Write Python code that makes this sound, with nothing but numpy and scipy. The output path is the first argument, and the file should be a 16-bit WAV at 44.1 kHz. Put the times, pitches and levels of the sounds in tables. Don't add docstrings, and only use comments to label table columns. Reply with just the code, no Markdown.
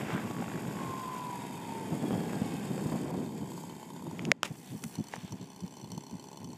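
import sys
import numpy as np
from scipy import signal
from scipy.fft import rfft, irfft, next_fast_len
from scipy.io import wavfile
from scipy.ndimage import uniform_filter1d

SR = 44100
rng = np.random.default_rng(int(sys.argv[2]) if len(sys.argv) > 2 else 0)


def output_pcm(signal):
    pcm = np.clip(np.atleast_2d(signal).T, -1, 1) * 32767
    wavfile.write(sys.argv[1], SR, np.round(pcm).astype(np.int16))


N = 289781
TIME = np.arange(N) / SR


def from_db(db):
    return 10 ** (np.asarray(db) / 20)


def rms_one(x):
    return x / np.sqrt(np.mean(x ** 2) + 1e-20)


def in_time(rows):
    s, *columns = np.transpose(rows)
    return [np.interp(TIME, s, c) for c in columns]


def swells(rows):
    return np.sqrt(sum(from_db(db) ** 2 * np.exp(-np.minimum(((TIME - s) / half) ** 2, 100))
                       for s, db, half in rows))


def cut(x, hz, kind, order=2):
    return signal.sosfilt(signal.butter(order, min(hz, .45 * SR), kind, fs=SR, output="sos"), x + 1e-18)


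def coloured(x, colour):
    size = next_fast_len(N)
    hz, db = np.transpose(colour)
    gain = from_db(np.interp(np.log(np.fft.rfftfreq(size, 1 / SR) + 1), np.log(hz), db))
    return rms_one(irfft(rfft(x, size) * gain, size)[:N])


def noise(colour):
    return coloured(rng.standard_normal(N), colour)


def drift(hz):
    slow = cut(rng.standard_normal(N // 8 + 4002), 8 * hz, "low")[4000:]
    return np.interp(np.arange(N) / 8, np.arange(len(slow)), rms_one(slow))


def resonate(x, resonances):
    out = 0
    for k, (hz, width, db) in enumerate(resonances):
        r = np.exp(-np.pi * width / SR)
        poles = [1, -2 * r * np.cos(2 * np.pi * hz / SR), r * r]
        band = (1 - r * r) / 2 * signal.lfilter([1, 0, -1], poles, x + 1e-18)
        out = out + (-1) ** k * from_db(db) * band
    return out


def frayed(phase, width_hz):
    return (drift(width_hz) * np.cos(phase) + drift(width_hz) * np.sin(phase)) / np.sqrt(2)


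def bursts(clicks, decay_s):
    envelope = signal.lfilter([1], [1, -np.exp(-1 / (decay_s * SR))], clicks + 1e-18)
    return envelope * rng.standard_normal(N)


def rumble(colour):
    x = noise(colour)
    return x / np.sqrt(uniform_filter1d(x ** 2, size=1000))


# time in seconds, level in dB.
BREEZE = [(0, -38.5), (.45, -41), (.85, -40), (1.08, -45), (1.8, -42.5), (2.14, -36.5), (2.65, -38.5),
          (2.9, -35.5), (3.15, -38.5), (3.5, -42.5), (3.85, -50), (4.27, -37.5), (4.4, -49.5), (5.1, -55.5),
          (6.57, -52)]
# crest in seconds, level in dB, half length in seconds.
BUFFETS = [(.155, -30.5, 0.017), (.247, -33, 0.0074), (.405, -35, 0.018), (.555, -36.5, 0.012),
           (.683, -35, 0.0053), (.755, -31, 0.0054), (1.93, -28, 0.0096), (2.04, -31.5, 0.012),
           (2.138, -31, 0.019), (2.21, -32, 0.0058), (2.29, -40, 0.0048), (2.42, -29, 0.0055),
           (2.54, -33.5, 0.0089), (2.708, -31.5, 0.0063), (2.86, -28, 0.006), (2.94, -35, 0.019),
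           (3.19, -33, 0.014), (3.425, -34.5, 0.011), (4.08, -40.5, 0.012), (4.29, -31, 0.018),
           (4.512, -33, 0.005), (4.738, -35, 0.019), (4.855, -37.5, 0.014), (4.998, -29.5, 0.013),
           (5.18, -44.5, 0.014), (5.245, -39, 0.0087), (5.338, -35, 0.016), (5.425, -39.5, .018),
           (5.641, -34.5, 0.012), (5.84, -42.5, 0.011), (5.93, -42.5, 0.031), (5.979, -34.5, 0.0044),
           (6.145, -37.5, 0.015), (6.48, -41.5, 0.041)]
# frequency in Hz, gain in dB.
WIND_COLOUR = [(20, -44), (45, -57), (70, -23.5), (110, -8), (170, 0.5), (240, -2.5), (340, -8.5),
               (500, -17.5), (800, -37), (1500, -48), (4000, -66)]
BUFFET_COLOUR = [(20, -32), (45, -29), (70, -16.5), (110, 3.5), (170, 8), (240, 2.5), (340, -13.5),
                 (500, -26), (800, -23), (1500, -68), (4000, -72)]


def wind(lumpy_hz=26, lumpy_db=1.8, calm_db=-46.5, eddy_db=-14, strong_db=-34):
    breeze_db, = in_time(BREEZE)
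    calm = 1 / (1 + from_db(breeze_db - calm_db) ** 2)
    buffets = swells(BUFFETS)
    force = np.hypot(from_db(breeze_db + lumpy_db * drift(lumpy_hz)), np.sqrt(1 - calm) * buffets)
    eddies = rms_one(cut(cut(rng.standard_normal(N), 300, "high"), 700, "low", order=3))
    eddy_gain = from_db(eddy_db) * np.sqrt(force / from_db(strong_db))
    flow = force * (rumble(WIND_COLOUR) + eddy_gain * eddies)
    return flow + np.sqrt(calm) * buffets * rumble(BUFFET_COLOUR)


# centre in seconds, level in dB, half length in seconds.
TEARS = [(2.781, -37, 0.0023), (2.795, -38, .006), (2.895, -38, .005), (2.923, -33, .003),
         (2.934, -40.5, 0.0054), (2.955, -37, .004), (3.06, -39, 0.0045), (3.105, -40, 0.015),
         (3.145, -40, 0.0054)]
# frequency in Hz, gain in dB.
TEAR_COLOUR = [(200, -2), (450, 9), (950, 1), (1500, -15), (2500, -21), (5000, -41)]
# time in seconds, peak in dB before the low cut.
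POPS = [(2.108, -17.5), (2.333, -18.5), (2.78, -22), (2.921, -28)]


def gusts(pop_hz=500):
    pops = sum(from_db(db) * np.exp(-np.minimum(np.abs(TIME - s) * 2 * np.pi * pop_hz, 100))
               for s, db in POPS)
    return swells(TEARS) * noise(TEAR_COLOUR) - cut(pops, 150, "high")


# centre in seconds, level in dB, half length in seconds.
RUBS = [(4.22, -58, 0.063), (4.446, -43, 0.0046), (4.457, -39.5, 0.0068), (4.462, -54, 0.028),
        (4.71, -65, 0.023), (4.841, -46.5, 0.003), (4.95, -60, 0.027), (5.137, -50, 0.012),
        (5.18, -60.5, 0.1)]
SLIDES = [(4.458, -56, 0.011), (4.71, -61.5, 0.15), (4.84, -39, 0.0013), (4.89, -58.5, 0.061),
          (5.15, -67, 0.1)]
BRUSHES = [(4.69, -60, 0.034), (4.96, -64, 0.021), (5.19, -62, 0.03), (5.275, -59.5, 0.031),
           (5.42, -64.5, 0.04)]
# frequency in Hz, gain in dB.
RUB_COLOUR = [(150, -2), (500, 4.5), (1200, 0.5), (2300, 3), (3400, -1.5), (4500, -6.5), (7000, -5.5),
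              (10000, -16), (15000, -34)]
SLIDE_COLOUR = [(1500, -16), (4000, -7), (8000, 9.5), (11000, 5), (15000, 2)]
BRUSH_COLOUR = [(700, -22), (1500, -6), (2500, -1.5), (3600, 4), (4600, -13), (8000, -23)]


def rubbing(grain_db=4.0):
    fingers = swells(RUBS) * noise(RUB_COLOUR) + swells(SLIDES) * noise(SLIDE_COLOUR)
    return fingers * from_db(grain_db * drift(620)) + swells(BRUSHES) * noise(BRUSH_COLOUR)


# frequency in Hz, gain in dB, 60 dB decay time in seconds.
HOUSING = [(605, -18.5, 0.0096), (1500, -33, 0.0035), (2850, -1, 0.0015), (5300, -4, 0.002),
           (6800, -11.5, 0.0053), (8900, -12.5, 0.0022), (10900, -12, 0.0046)]
# start in seconds, gain in dB, high cut of the soft contact in Hz, low cut
# in Hz, pitch of the hollow under the hand in Hz, echo delay off the hand in seconds, signed echo gain.
KNOCKS = [(4.1933, -20, 2430, 1700, 2540, 0.00093, 0.68), (4.2524, -21, 7000, 2010, 2680, 0.00029, .25),
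          (4.317, 0.5, 6000, 2130, 2180, 0.00049, 0.26), (4.3173, -12.5, 690, 400, 574, 0.0017, 0.23),
          (4.4317, -12, 9400, 2040, 2900, 0.00045, -0.39), (4.4318, -9.5, 1690, 897, 1420, 0.0004, -0.36),
          (4.8394, -27.5, 12000, 1000, 6700, 0.0011, -0.62), (4.837, -36, 2400, 706, 1550, 0.00093, -0.43),
          (5.1374, -21, 2104, 1215, 1950, .00076, -0.36), (5.138, -19.5, 1010, 724, 860, 0.00059, -0.44),
          (5.164, -28, 2300, 600, 1610, 0.00066, -0.74)]


def knocks(hollow_db=-2, hollow_cycles=8.5):
    out = np.zeros(N)
    age = TIME[:SR // 20]
    for s, db, soft_hz, low_hz, hollow_hz, echo_s, echo_gain in KNOCKS:
        modes = list(HOUSING) + [(hollow_hz, hollow_db, hollow_cycles / hollow_hz)]
        ring = sum(from_db(mode_db + rng.standard_normal() - 60 * age / t60)
                   * np.sin(2 * np.pi * hz * age) for hz, mode_db, t60 in modes)
        ring = ring + echo_gain * np.interp(age - echo_s, age, ring, left=0)
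        knock = cut(cut(ring, soft_hz, "low"), low_hz, "high", order=1)
        start = int(s * SR)
        out[start:start + len(age)] += from_db(db) * knock
    return out


def under_finger(x, from_s=4.319, to_s=4.431, muffled_db=-8, muffle_hz=3500):
    covered = uniform_filter1d(1. * ((TIME > from_s) & (TIME < to_s)), size=150)
    return (1 - covered) * x + covered * from_db(muffled_db) * cut(x, muffle_hz, "low", order=1)


# centre in seconds, level in dB, half length in seconds.
WASH = [(2.124, -39.5, 0.25), (2.12, -38.5, 0.046), (2.87, -43.5, 0.19), (3.2, -42, 0.062)]
# frequency in Hz, gain in dB.
WASH_COLOUR = [(100, -27), (250, 5), (380, 0.5), (550, -8), (900, -16), (2500, -40.5)]


def rotor_wash(churn_db=2):
    return swells(WASH) * from_db(churn_db * drift(55)) * noise(WASH_COLOUR)


# centre in seconds, level in dB, half length in seconds.
RUSH = [(.135, -45, 0.073)]
# frequency in Hz, gain in dB.
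RUSH_COLOUR = [(400, -12), (900, -6), (1500, 5), (2400, -3), (3400, -8), (4300, -17), (8000, -31)]


def disc_rush():
    return swells(RUSH) * noise(RUSH_COLOUR)


# centre in seconds, level in dB, half length in seconds.
SLAP_BOUTS = [(.135, -46, 0.062), (.44, -47.5, .11), (.6, -55, 0.067), (.79, -54, 0.073)]
HARD_SLAPS = [(.101, -46, 0.002), (.311, -33, 0.0018), (.425, -38, 0.003)]
# frequency in Hz, gain in dB.
SLAP_COLOUR = [(150, -2), (500, 9.5), (850, 14), (1200, -1), (1400, 13), (1850, 4), (2200, 2.5), (3200, -4),
               (4200, -12), (9000, -28)]
# frequency in Hz, width in Hz, gain in dB.
THWACK = [(750, 110, 0)]


def blade_slaps(blade, bed_db, sharpness=4, wake_at_cycle=.65):
    passes = rms_one(np.exp(sharpness * np.cos(blade - 2 * np.pi * wake_at_cycle)))
    slaps = np.hypot(from_db(bed_db), swells(SLAP_BOUTS)) * passes * noise(SLAP_COLOUR)
    thwacks = swells(HARD_SLAPS) * rms_one(resonate(rng.standard_normal(N), THWACK))
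    return slaps + thwacks


def gear_whirr(blade, overtones=260, size=8192, spread_db=7):
    out = 0
    for mesh in range(2):
        strengths = from_db(spread_db * np.minimum(rng.standard_normal(overtones), 2))
        phases = np.exp(2j * np.pi * rng.random(overtones))
        cycle = irfft(np.append(0, strengths * phases), size)
        out = out + drift(2.87) * np.interp(blade / (2 * np.pi) % 1, np.arange(size) / size, cycle)
    return rms_one(out / np.sqrt(uniform_filter1d(out ** 2, size=4000)))


# time in seconds, level in dB.
GEAR_HISS = [(0, -59), (2.0, -58.5), (2.92, -57), (3.15, -62.5), (3.45, -60), (3.58, -57), (3.75, -61.5),
             (4.1, -63), (5.1, -68.5), (6.57, -67.5)]
# frequency in Hz, gain in dB.
GEAR_COLOUR = [(2000, -39), (3600, -3), (4050, -19), (4500, 1.5), (5300, 1), (5900, -11), (6800, 9),
               (8200, 10), (9500, 1), (10800, 4), (12300, 7.5), (13400, -3.5), (15000, -5.5)]
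# frequency in Hz, width in Hz, gain in dB.
FRAME = [(2040, 150, -15), (2550, 71, 7), (3167, 55, 10), (3800, 140, 4), (4255, 70, -5), (4784, 69, 11),
         (6600, 230, 8), (7550, 130, -1), (10350, 200, -0.5), (10800, 270, 2.5), (12600, 400, -2)]


def gear_hiss(blade, drive, chop_db=1.0, flutter_db=1.5, frame_db=-5):
    level_db, = in_time(GEAR_HISS)
    chop = np.cos(blade) + np.cos(2 * blade)
    frame = from_db(frame_db) * rms_one(resonate(rng.standard_normal(N), FRAME))
    gain = from_db(level_db + chop_db * chop + flutter_db * drift(73))
    return gain * (coloured(drive, GEAR_COLOUR) + frame)


# centre in seconds, level in dB, half length in seconds.
WHINE_SWELLS = [(.36, -53.5, 0.16), (.9, -44.5, 0.085), (1.14, -42, 0.17), (1.3, -44.5, 0.098),
                (1.57, -50.5, 0.09), (1.77, -45, 0.089), (2.28, -53.5, 0.19), (2.72, -73, 0.1)]
# ratio to the whine, level in dB, centre in seconds, half length in seconds.
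GEAR_TONES = [(1.999, -57.5, 2.28, 0.3), (2.621, -62, 1.54, 0.28), (2.826, -65, 1.8, 0.34),
              (3.269, -69, 1.06, 0.18), (3.279, -62, 2.44, 0.25), (3.86, -72, 1.6, 0.23),
              (3.916, -63, 1.43, 0.19), (3.889, -56, 2.115, 0.099), (3.998, -61, 2.27, 0.063),
              (4.648, -79, 0.98, 0.35)]


def gear_whine(phase, blade, flutter_db=1.0, throb=.35, breath=.48, breath_hz=120, tone_width_hz=26):
    gain = from_db(flutter_db * drift(57)) * (1 + throb * np.cos(blade))
    whine = gain * np.sqrt(2) * np.sin(phase) + breath * frayed(phase, breath_hz)
    tones = sum(swells([(s, db, half)]) * frayed(ratio * phase, tone_width_hz)
                for ratio, db, s, half in GEAR_TONES)
    return swells(WHINE_SWELLS) * whine + tones


def rotor_speed(brake_at_s=.66, glide_loss_per_s=.061, brake_loss_per_s=.178):
    loss = np.where(TIME < brake_at_s, glide_loss_per_s, brake_loss_per_s)
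    return np.exp(-np.cumsum(loss) / SR)


# time in seconds, gain in dB.
BLADE_LOAD = [(0, 5.5), (.11, 6.5), (.25, 1), (.5, 1), (.75, 2.5), (1.95, 1.2), (2.4, 4.5), (2.95, 2.5),
              (3.4, -3), (4.1, -3), (6.57, -5.5)]
# frequency in Hz, gain in dB.
SWISH_COLOUR = [(150, -4), (400, -10), (750, 10), (1050, 7), (1300, 0.5), (2100, 1), (2700, -1), (3500, -8),
                (4100, -12), (4700, -13), (6000, -15), (12000, -46)]
# frequency in Hz, width in Hz, gain in dB of the band, taken away and added in turn.
HOLLOW_COLOUR = [(1280, 180, -5), (2210, 61, -16), (2910, 106, -3.5), (3350, 97, -7), (6030, 400, -6)]


def rotor(start_hz=1146.4, whine_per_blade=21.2, waver=.00151, whirr_share=.3,
          swish_db=-50, slap_db=-57.5, flutter_db=1.5):
    speed = rotor_speed()
    speed_db = 20 * np.log10(speed)
    load_db, = in_time(BLADE_LOAD)
    phase = 2 * np.pi * np.cumsum(start_hz * speed * (1 + waver * drift(34.4))) / SR
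    blade = phase / whine_per_blade
    drive = np.sqrt(whirr_share) * gear_whirr(blade) + np.sqrt(1 - whirr_share) * rng.standard_normal(N)
    swish_gain = from_db(swish_db + load_db + speed_db + flutter_db * drift(41))
    slaps = blade_slaps(blade, slap_db + load_db + 2.5 * speed_db)
    rush = disc_rush()
    hiss = swish_gain * coloured(drive, SWISH_COLOUR) + gear_hiss(blade, drive)
    return hiss - resonate(hiss, HOLLOW_COLOUR) + rush + slaps + gear_whine(phase, blade)


# time in seconds, strength in dB (ordinary_db is a normal firing).
HARD_FIRINGS = [(3.517, -36), (3.577, -33), (3.636, -34.5), (3.696, -35), (3.764, -38.5), (3.828, -35.5),
                (3.903, -34.5), (3.962, -36.5), (4.023, -34.5), (4.067, -35.5), (4.111, -34), (4.954, -32),
                (5.040, -37), (5.069, -39), (5.084, -36), (5.157, -35), (5.322, -33), (5.561, -39.5),
                (5.605, -37.5), (5.678, -38.5), (5.768, -38.5), (5.813, -40), (5.843, -39), (5.9178, -35),
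                (5.977, -34.5), (6.036, -40.5), (6.066, -39.5), (6.11, -38.5), (6.196, -39), (6.24, -38.5),
                (6.285, -41), (6.329, -38), (6.372, -36), (6.444, -36), (6.531, -37.5)]


def firings(per_s, ordinary_db=-43, uneven_db=1.6, alternate_db=1.44, spent_db=-2, jitter_s=.00015):
    turns = np.cumsum(per_s) / SR
    hard_s, hard_db = np.transpose(HARD_FIRINGS)
    anchor_s = np.concatenate([[0], hard_s, [TIME[-1]]])
    turns_between = np.round(np.diff(np.interp(anchor_s, TIME, turns)))
    anchor_turn = np.concatenate([[0], np.cumsum(turns_between)]).astype(int)
    turn = np.arange(anchor_turn[-1])
    timing, burn = rng.standard_normal((N // 100, 2))[turn].T
    when = np.interp(turn, anchor_turn, anchor_s) + jitter_s * timing
    since_hard = turn - anchor_turn[np.searchsorted(anchor_turn, turn, side="right") - 1]
    force_db = uneven_db * np.minimum(burn, 1) + alternate_db * (-1) ** since_hard
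    force_db += spent_db * (since_hard == 1)
    force_db[anchor_turn[1:-1]] = hard_db - ordinary_db
    clicks = np.zeros(N)
    clicks[np.clip((when * SR).astype(int), 0, N - 1)] = from_db(force_db)
    return clicks


# frequency in Hz, width in Hz, gain in dB.
SILENCER = [(378, 55, 3.5), (662, 67, -4.5), (854, 73, 2.5), (1044, 74, -2.5)]
BARK = [(952, 73, 0)]
PIPE = [(144, 44, -7), (273.4, 10.5, 4.5), (408, 13, -4.5)]


def exhaust(clicks, excess, puff_s=.0023, puff_share=.07, cut_hz=1250, bark_db=-9, hum_db=-4):
    gas = clicks - .5 * excess
    pops = cut(resonate(gas + puff_share * bursts(gas, puff_s), SILENCER), cut_hz, "low", order=4)
    barks = cut(resonate(excess, BARK), cut_hz, "low", order=4)
    strokes = 1. * (clicks > 0)
    hum = cut(resonate(strokes, PIPE), cut_hz, "low")
    return rms_one(pops) - from_db(bark_db) * rms_one(barks) + from_db(hum_db) * rms_one(hum)


# frequency in Hz, width in Hz, gain in dB.
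METAL = [(2540, 65, -11), (2940, 110, -7.5), (3060, 40, -1), (3435, 34, -2.5), (4258, 82, 3),
         (4530, 140, -5.5), (5600, 74, -2), (5950, 72, 2), (6100, 55, 0), (7430, 75, -6.5), (7630, 87, -1),
         (8790, 130, -7), (9960, 370, -16), (12700, 2000, -38), (14400, 700, -19.5)]
CRACK = [(1650, 230, -12), (5760, 800, 4), (8600, 820, -1.5), (12600, 4700, -11)]


def crankcase(clicks, excess, shakes, clack_db=2, part_spread_db=1.5, crack_s=.0021, crack_db=-10):
    blows = rms_one(shakes) + from_db(clack_db) * rms_one(clicks)
    metal = sum((-1) ** k * resonate(blows * from_db(part_spread_db * drift(40)), [part])
                for k, part in enumerate(METAL))
    cracks = resonate(bursts(excess, crack_s), CRACK)
    return rms_one(metal) + from_db(crack_db) * rms_one(cracks)


# centre in seconds, level in dB, half length in seconds.
BUZZ = [(1.6, -60.5, 0.65), (2.7, -58, 0.48), (3.85, -65.5, 0.31)]
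# frequency in Hz, width in Hz, gain in dB.
SKIDS = [(3097, 49, 4.5), (3630, 51, 4), (4350, 120, 0.5), (7600, 1100, -8.5), (11300, 1700, -14)]


def skid_buzz(shakes):
    return swells(BUZZ) * rms_one(resonate(shakes, SKIDS))


# time in seconds, firings per second, exhaust level in dB, rattle level in dB.
ENGINE = [(0, 67, -53, -68), (1.15, 66.4, -48.5, -65), (1.7, 66.2, -50.5, -73), (3.2, 65.5, -53.5, -68.5),
          (4.15, 67.3, -53.5, -76), (4.55, 67.3, -64, -62.5), (5.0, 67.5, -61.5, -59),
          (5.38, 67.5, -57.5, -60), (5.9, 67.6, -56, -56.5), (6.57, 68.4, -56, -60.5)]


def engine(hard_above_db=.5, shake_s=.0026):
    per_s, exhaust_db, rattle_db = in_time(ENGINE)
    clicks = firings(per_s)
    excess = np.maximum(clicks - from_db(hard_above_db), 0)
    shakes = bursts(clicks, shake_s)
    pops = from_db(exhaust_db) * exhaust(clicks, excess)
    rattle = from_db(rattle_db) * crankcase(clicks, excess, shakes)
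    return pops + rattle + skid_buzz(shakes)


def scene():
    field = rotor_wash() + engine() + rotor() + wind() + gusts()
    return (under_finger(field + rubbing()) + knocks())[None, :]


def record(dry, notch_hz=4160, notch_width_hz=240, low_cut_hz=55, ceiling=.85, high_cut_hz=15350):
    notched = dry - resonate(dry, [(notch_hz, notch_width_hz, -4.5)])
    rounded = ceiling * np.tanh(cut(notched, low_cut_hz, "high") / ceiling)
    return signal.sosfilt(signal.ellip(10, .1, 70, high_cut_hz, fs=SR, output="sos"), rounded)


dry = scene()
out = record(dry)
output_pcm(out)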